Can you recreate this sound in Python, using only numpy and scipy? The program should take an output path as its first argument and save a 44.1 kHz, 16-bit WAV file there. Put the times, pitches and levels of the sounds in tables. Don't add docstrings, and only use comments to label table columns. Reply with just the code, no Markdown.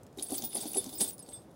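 import sys
import numpy as np
from scipy import signal
from scipy.fft import rfft, irfft
from scipy.io import wavfile
from scipy.ndimage import uniform_filter1d

SR = 44100
rng = np.random.default_rng(int(sys.argv[2]) if len(sys.argv) > 2 else 0)


def linear_from_db(decibels):
    return 10 ** (np.asarray(decibels, float) / 20)


def wav_out(sig):
    wavfile.write(sys.argv[1], SR, np.round(np.clip(np.atleast_2d(sig).T, -1, 1) * 32767).astype(np.int16))


N = 68355

# (frequency [Hz], level [dB])
LINK_MODES = [(7435, -8.5), (7740, -8), (8330, 1.5), (9070, -18), (9612, -3), (9780, 9.5), (10360, 7),
              (11050, 0), (11350, -8), (12900, -12)]
# (frequency [Hz], level [dB])
HOOK_MODES = [(3556, 11), (4580, 9.9), (5090, 5.8)]
# (frequency [Hz], level [dB])
THIN_MODES = [(14900, -11), (15200, -6), (15400, 0), (15490, -2), (15630, -3), (15800, -9)]
# (frequency [Hz], level [dB])
TYRE_TONE = [(59, -19), (100, -18), (231, -0.5), (372, 3.5), (422, -4), (751, -5), (1500, -27), (1950, -74),
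             (3300, -120)]


def unit(x):
    return x / np.sqrt(np.mean(x ** 2))


def peak(x):
    return x / np.abs(x).max()


def colour(x, table):
    hz, db = np.array(table, float).T
    f = np.maximum(np.fft.rfftfreq(len(x), 1 / SR), 1)
    gain = linear_from_db(np.interp(np.log(f), np.log(hz), db))
    return irfft(rfft(x) * gain, len(x))


def ring(x, hz, t60):
    r = np.exp(-np.log(1000) / (t60 * SR))
    w = 2 * np.pi * hz / SR
    return signal.lfilter([np.sin(w)], [1, -2 * r * np.cos(w), r * r], x)


def add(out, t, x):
    i = int(t * SR)
    out[i:i + len(x)] += x[:N - i]


def contacts(length_s, chance, size=16):
    x = np.zeros(SR // 4)
    place = (np.arange(size) + chance[:size]) / size
    force = (chance[size:2 * size] - .5) * np.sin(np.pi * place ** 0.64)
    np.add.at(x, (place * length_s * SR).astype(int), force)
    return x


def yard():
    # (frequency [Hz], level [dB])
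    yard_tone = [(20, -32), (60, -2.5), (130, 2.5), (600, -3.5), (1000, -13.5), (2260, -27), (11400, -36.5),
                 (15800, -41)]
    swell_db = 0.5 * uniform_filter1d(np.repeat(rng.standard_normal(N // 4000 + 1), 4000), 4000)[:N]
    return linear_from_db(-55 + swell_db) * unit(colour(rng.standard_normal(N), yard_tone))


def thuds():
    # (time [s], peak level [dB], pitch [Hz], length [s], brightness [dB])
    slap_events = [(0.169, -39.5, 392, .01, -7), (0.179, -40.5, 291, 0.015, -3),
                   (0.205, -43.5, 319, 0.011, -1), (0.3, -39, 306, .015, 6),
                   (0.317, -28.5, 281, 0.013, -2.5), (0.389, -38.5, 290.4, 0.016, -5),
                   (0.425, -36.5, 232, .02, -7), (0.549, -34.5, 407, .02, 12),
                   (0.566, -36.5, 224, 0.0096, 2.5), (.631, -40.5, 432, 0.008645, 3),
                   (.651, -30.5, 291.5, .014, -10), (0.704, -46, 306, 0.011, -11),
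                   (.755, -32.5, 300, 0.01234, 10), (0.767, -29.5, 383.7, 0.0057, -8),
                   (0.853, -33.5, 263.3, 0.016, -6.5), (0.92, -42.5, 308.2, 0.023, -1),
                   (0.992, -44.5, 318, 0.01196, 9), (1.01, -31, 274.7, .012, -0.5),
                   (1.284, -47, 320, 0.0074, 18)]
    # (ratio to the slap pitch [1], level [dB], share of the ring time [1])
    wall_modes = [(1, 2.5, 0.86), (0.77, -7, 0.61), (1.3, -8, 1.5)]
    # (frequency [Hz], level [dB], fade time by 60 dB [s])
    cavity_modes = [(530.4, -5, 0.053), (756, -5.5, 0.058)]
    # (time [s], peak level [dB], frequency [Hz], fade time by 60 dB [s])
    lone_tap = (.057, -52, 1003, 0.022)
    wall_t60_s, slap_db, slap_fade_s, slap_rise_s = .15, -5.5, 0.01, 0.002
    out, tau = np.zeros(N), np.arange(SR // 4) / SR
    slap_shape = np.exp(-tau / slap_fade_s) * (1 - np.exp(-tau / slap_rise_s))
    chances = rng.random((len(slap_events), len(wall_modes) + len(cavity_modes), 32))
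    for (t, db, hz, length, bright_db), chance in zip(slap_events, chances):
        modes = [(hz * ratio, g, wall_t60_s * share) for ratio, g, share in wall_modes]
        shift = 0.968 + 0.079 * chance[0, 31]
        modes += [(f * shift, g + bright_db, t60) for f, g, t60 in cavity_modes]
        body = 0
        for row, (f, g, t60) in zip(chance, modes):
            body = body + linear_from_db(g) * peak(ring(contacts(length, row, size=6), f, t60))
        slap = colour(rng.standard_normal(len(tau)) * slap_shape, TYRE_TONE)
        add(out, t, linear_from_db(db) * (peak(body) + linear_from_db(slap_db + bright_db / 2) * peak(slap)))
    tap_s, tap_db, tap_hz, tap_t60 = lone_tap
    add(out, tap_s, linear_from_db(tap_db) * ring(1. * (tau == 0), tap_hz, tap_t60))
    return signal.sosfilt(signal.butter(3, [150, 1500], "bandpass", fs=SR, output="sos"), out)


def shaking_effort():
    # (time [s], level [dB])
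    shake_points = [(0, -134), (.16, -83), (0.188, -60), (0.271, -63), (.33, -52.5), (.41, -58.5),
                    (0.443, -51), (0.488, -66), (0.568, -52), (0.701, -60), (0.779, -51), (.86, -56.5),
                    (0.983, -63.5), (1.01, -45), (1.089, -56.5), (1.16, -78.5), (1.341, -68.5), (1.45, -85)]
    clump_db, clumps_per_s = 2.5, 110
    effort = linear_from_db(np.interp(np.arange(N) / SR, *np.array(shake_points).T))
    step = int(SR / clumps_per_s)
    clumps = np.repeat(rng.standard_normal(N // 200), step)[:N]
    return effort * linear_from_db(clump_db * uniform_filter1d(clumps, step // 2))


def random_hits(effort, per_s):
    moment, strength = rng.random((2, N))
    spread_db = 2.5
    return effort * (moment < per_s / SR) * linear_from_db(-spread_db * np.log(np.maximum(strength, .04)))


def rattle():
    # (frequency [Hz], level [dB])
    tick_tone = [(1000, -10.5), (2000, -7.5), (3500, -1), (6500, 1), (10000, 4.5), (13000, 2), (14200, -7),
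                 (15400, -6.5)]
    hits_per_s, grit_s, detune = 1300, 0.0029, 0.0044
    loose_t60_s, jingle_t60_s, jingle_db = 0.02, 0.021, -4
    ring_db, tick_db, rub_db = 3.5, 7.5, 1
    effort = shaking_effort()

    modes = LINK_MODES + [(f, db - 5) for f, db in HOOK_MODES] + [(f, db + 1) for f, db in THIN_MODES]
    rings = np.zeros(N)
    for f, db in modes:
        for k in (-1, 0, 1):
            hits = random_hits(effort, hits_per_s / 20)
            rings += linear_from_db(db) * ring(hits, f * (1 + detune * k), loose_t60_s)

    grit_fade = np.exp(-np.arange(400) / SR / grit_s)
    grit = np.convolve(random_hits(effort, hits_per_s), grit_fade)[:N] * rng.standard_normal(N)
    jingle = np.zeros(N)
    for f in 2600 * 6 ** rng.random(size=48):
        jingle += ring(random_hits(effort, hits_per_s / 40), f, jingle_t60_s)
    ticks = unit(colour(grit, tick_tone)) + linear_from_db(jingle_db) * unit(colour(jingle, tick_tone))

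    rub = colour(effort * rng.standard_normal(N), TYRE_TONE)
    mix = linear_from_db(ring_db) * unit(rings) + linear_from_db(tick_db) * unit(ticks) + linear_from_db(rub_db) * unit(rub)
    return np.sqrt(np.mean(effort ** 2)) * mix


def cracks():
    # (time [s], peak level [dB], centre [Hz])
    crack_events = [(0.0325, -56, 8300), (.066, -58.5, 5970), (.1277, -64.5, 7560), (0.1739, -53, 7600),
                    (0.184, -48.5, 6850), (0.1962, -42.5, 3860), (0.2243, -44.5, 5100), (.306, -42.5, 8000),
                    (.321, -41, 9000), (0.333, -39, 11000), (.382, -36.5, 6100), (0.4217, -39.5, 6030),
                    (0.5305, -53, 2580), (0.561, -45.5, 2600), (.6055, -47.5, 5130), (.733, -38.5, 10050),
                    (0.7434, -48, 2890), (0.7696, -38, 5050), (.842, -40, 7860), (.863, -45, 5920),
                    (1.006, -34, 9200), (1.1076, -50, 7000), (1.181, -51, 7900), (1.192, -54, 5200),
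                    (1.2276, -52, 9200), (1.263, -59.5, 5000), (1.2892, -54, 4740), (1.323, -54.5, 2880),
                    (.975, -55, 3060), (.625, -49, 5000), (.655, -45.5, 4940)]
    boost_db, fade_s = 4.5, 0.0024
    out, tau = np.zeros(N), np.arange(2048) / SR
    for t, db, hz in crack_events:
        noise = rng.standard_normal(len(tau))
        band = colour(noise, [(hz / 4, -24), (hz, 0), (hz * 4, -24)])
        add(out, t, linear_from_db(db + boost_db) * unit(band) * np.exp(-tau / fade_s))
    return out


def flurries(events, modes, t60):
    focus_db_per_octave, scatter_db, detune, choked_t60_s = 32.5, 6, 0.0044, 0.023
    lone_db_per_s = 208
    out, tau = np.zeros(N), np.arange(SR // 4) / SR
    chances = rng.random((len(events), len(modes), 2, 34))
    for (t, db, hz, length, free), rows in zip(events, chances):
        own = min((f for f, _ in modes), key=lambda f: abs(f - hz))
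        lone_db = lone_db_per_s * free
        x = 0
        for (f, mode_db), pair in zip(modes, rows):
            away_db = focus_db_per_octave * abs(np.log2(f / own)) + (f != own) * lone_db
            for part, chance in enumerate(pair):
                share = 1 if part == 0 else .5 * linear_from_db(-lone_db)
                gain = share * linear_from_db(.5 * mode_db - away_db + scatter_db * (2 * chance[32] - 1))
                pitch = f * (1 + detune * (2 * chance[33] - 1))
                if f == own and part == 0:
                    pitch = hz
                x = x + gain * peak(ring(contacts(length, chance), pitch, t60))
        choke_db = -60 * np.maximum(tau - free, 0) / choked_t60_s
        add(out, t, linear_from_db(db + choke_db) * peak(x))
    return out


def tinkles():
    # (time [s], peak level [dB], strongest mode [Hz], length of contacts [s], rings freely for [s])
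    tinkle_events = [(.225, -43, 15000, .015, .07), (.355, -39, 15070, .02, .03),
                     (.377, -25.5, 15400, .01, 0.018), (.436, -30, 15000, .018, 0.057),
                     (.605, -44, 15600, .02, .04), (.675, -45, 14900, .006, 0.1),
                     (.68, -43, 15440, .03, 0.064), (.89, -47.5, 15340, .04, .06),
                     (.945, -37, 15180, .03, .06), (1.02, -46.5, 15700, .03, 0.072),
                     (1.07, -36.5, 15600, .04, 0.063), (1.13, -54, 15500, .03, 0.066),
                     (1.325, -65, 15170, .01, .06)]
    return flurries(tinkle_events, THIN_MODES, t60=.14)


def knocks():
    # (time [s], peak level [dB], strongest mode [Hz], length of contacts [s], rings freely for [s])
    knock_events = [(.185, -42, 3810, .003, 0.005), (.225, -44.5, 5090, .006, 0.0073),
                    (.26, -53, 5090, 0.0043, 0.0223), (.32, -45, 4580, 0.014, 0.0157),
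                    (.38, -37.5, 5090, .006, 0.0117), (.42, -45, 3550, 0.0082, 0.016),
                    (.485, -68, 5090, 0.009, 0.03), (.512, -46.5, 5070, .03, 0.051),
                    (.51, -49, 3550, .02, 0.0545), (.57, -36, 4580, .01, 0.0082),
                    (.606, -40, 5100, 0.0136, 0.0171), (.675, -46, 5090, 0.0072, 0.1),
                    (.68, -47, 4580, 0.0058, 0.027), (.776, -38.5, 3550, 0.0076, 0.03),
                    (.932, -46, 4580, .006, 0.011), (.945, -45.5, 5085, .012, 0.066),
                    (1.003, -40, 5090, .008, 0.0174), (1.008, -43.5, 3550, 0.033, 0.069),
                    (1.03, -46.5, 5090, 0.04, 0.065), (1.192, -54, 5075, 0.0046, 0.026),
                    (1.252, -63, 4570, .004, 0.045), (1.325, -49.5, 3548, 0.018, 0.044),
                    (1.34, -56, 5080, 0.035, 0.052)]
    return flurries(knock_events, HOOK_MODES, t60=.55)


def clinks():
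    # (time [s], peak level [dB], strongest mode [Hz], length of contacts [s], rings freely for [s])
    clink_events = [(.223, -24.5, 9780, 0.0088, 0.012), (.225, -49, 12900, 0.005, 0.079),
                    (.237, -32, 9780, 0.0074, 0.0093), (.26, -41, 8330, .01, 0.023),
                    (.283, -34, 9780, .005, 0.01), (.306, -31, 8300, .001, 0.00245),
                    (.32, -29, 10100, 0.00405, 0.0058), (.333, -31.5, 10300, 0.0049, 0.0173),
                    (.349, -30, 8330, 0.0084, .013), (.352, -36, 10000, .012, .02),
                    (.445, -32.5, 9840, 0.0095, 0.0152), (.487, -40.5, 10400, .008, 0.039),
                    (.531, -32.5, 9780, 0.00304, 0.0089), (.543, -22.5, 9720, .016, 0.013),
                    (.563, -24.5, 9900, .008, 0.0169), (.574, -36, 10400, 0.0065, 0.0058),
                    (.604, -32, 8420, .01, .022), (.62, -38, 9800, 0.0074, 0.012),
                    (.673, -29, 10400, 0.014, 0.0078), (.682, -38.5, 12850, 0.00282, 0.025),
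                    (.705, -34, 10000, 0.0095, 0.0045), (.715, -33.5, 9720, .004, 0.0055),
                    (.733, -32, 10300, 0.0025, 0.0021), (.744, -30.5, 9720, 0.0074, 0.056),
                    (.757, -33, 7750, .02, 0.046), (.768, -17, 10360, .024, 0.023),
                    (.932, -37, 10100, 0.028, 0.013), (.978, -32, 8320, 0.016, 0.022),
                    (1.005, -18.5, 9790, 0.011, 0.015), (1.012, -21.5, 8340, 0.011, 0.03),
                    (1.024, -21, 10400, 0.015, 0.018), (1.072, -32, 8280, .014, 0.0334),
                    (1.126, -41, 9720, .01, 0.029), (1.18, -52, 9400, .002, 0.0085),
                    (1.192, -41, 9950, 0.0032, 0.013), (1.223, -47.5, 8330, 0.0028, .1),
                    (1.287, -42, 8310, .004, 0.0246), (1.325, -40.5, 8310, .014, .12),
                    (1.331, -39.5, 9800, 0.0099, 0.015), (1.33, -54, 13000, .005, 0.091)]
    return flurries(clink_events, LINK_MODES, t60=.16)


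def scene():
    echo_db, echo_t60_s = -9, 0.11
    near = thuds() + rattle() + cracks() + tinkles() + knocks() + clinks()
    tau = np.arange(SR // 4) / SR
    echo = rng.standard_normal(len(tau)) * linear_from_db(-60 * tau / echo_t60_s)
    wet = signal.fftconvolve(near, echo / np.sqrt(np.sum(echo ** 2)))[:N]
    return (near + linear_from_db(echo_db) * wet + yard())[None]


def roll_off(x):
    return signal.sosfilt(signal.butter(12, 16860, fs=SR, output="sos"), x)


def record(dry):
    top_hz = 15900
    low_pass = signal.ellip(8, .2, 60, top_hz, fs=SR, output="sos")
    return roll_off(signal.sosfilt(low_pass, dry))


dry = scene()
out = record(dry)
wav_out(out)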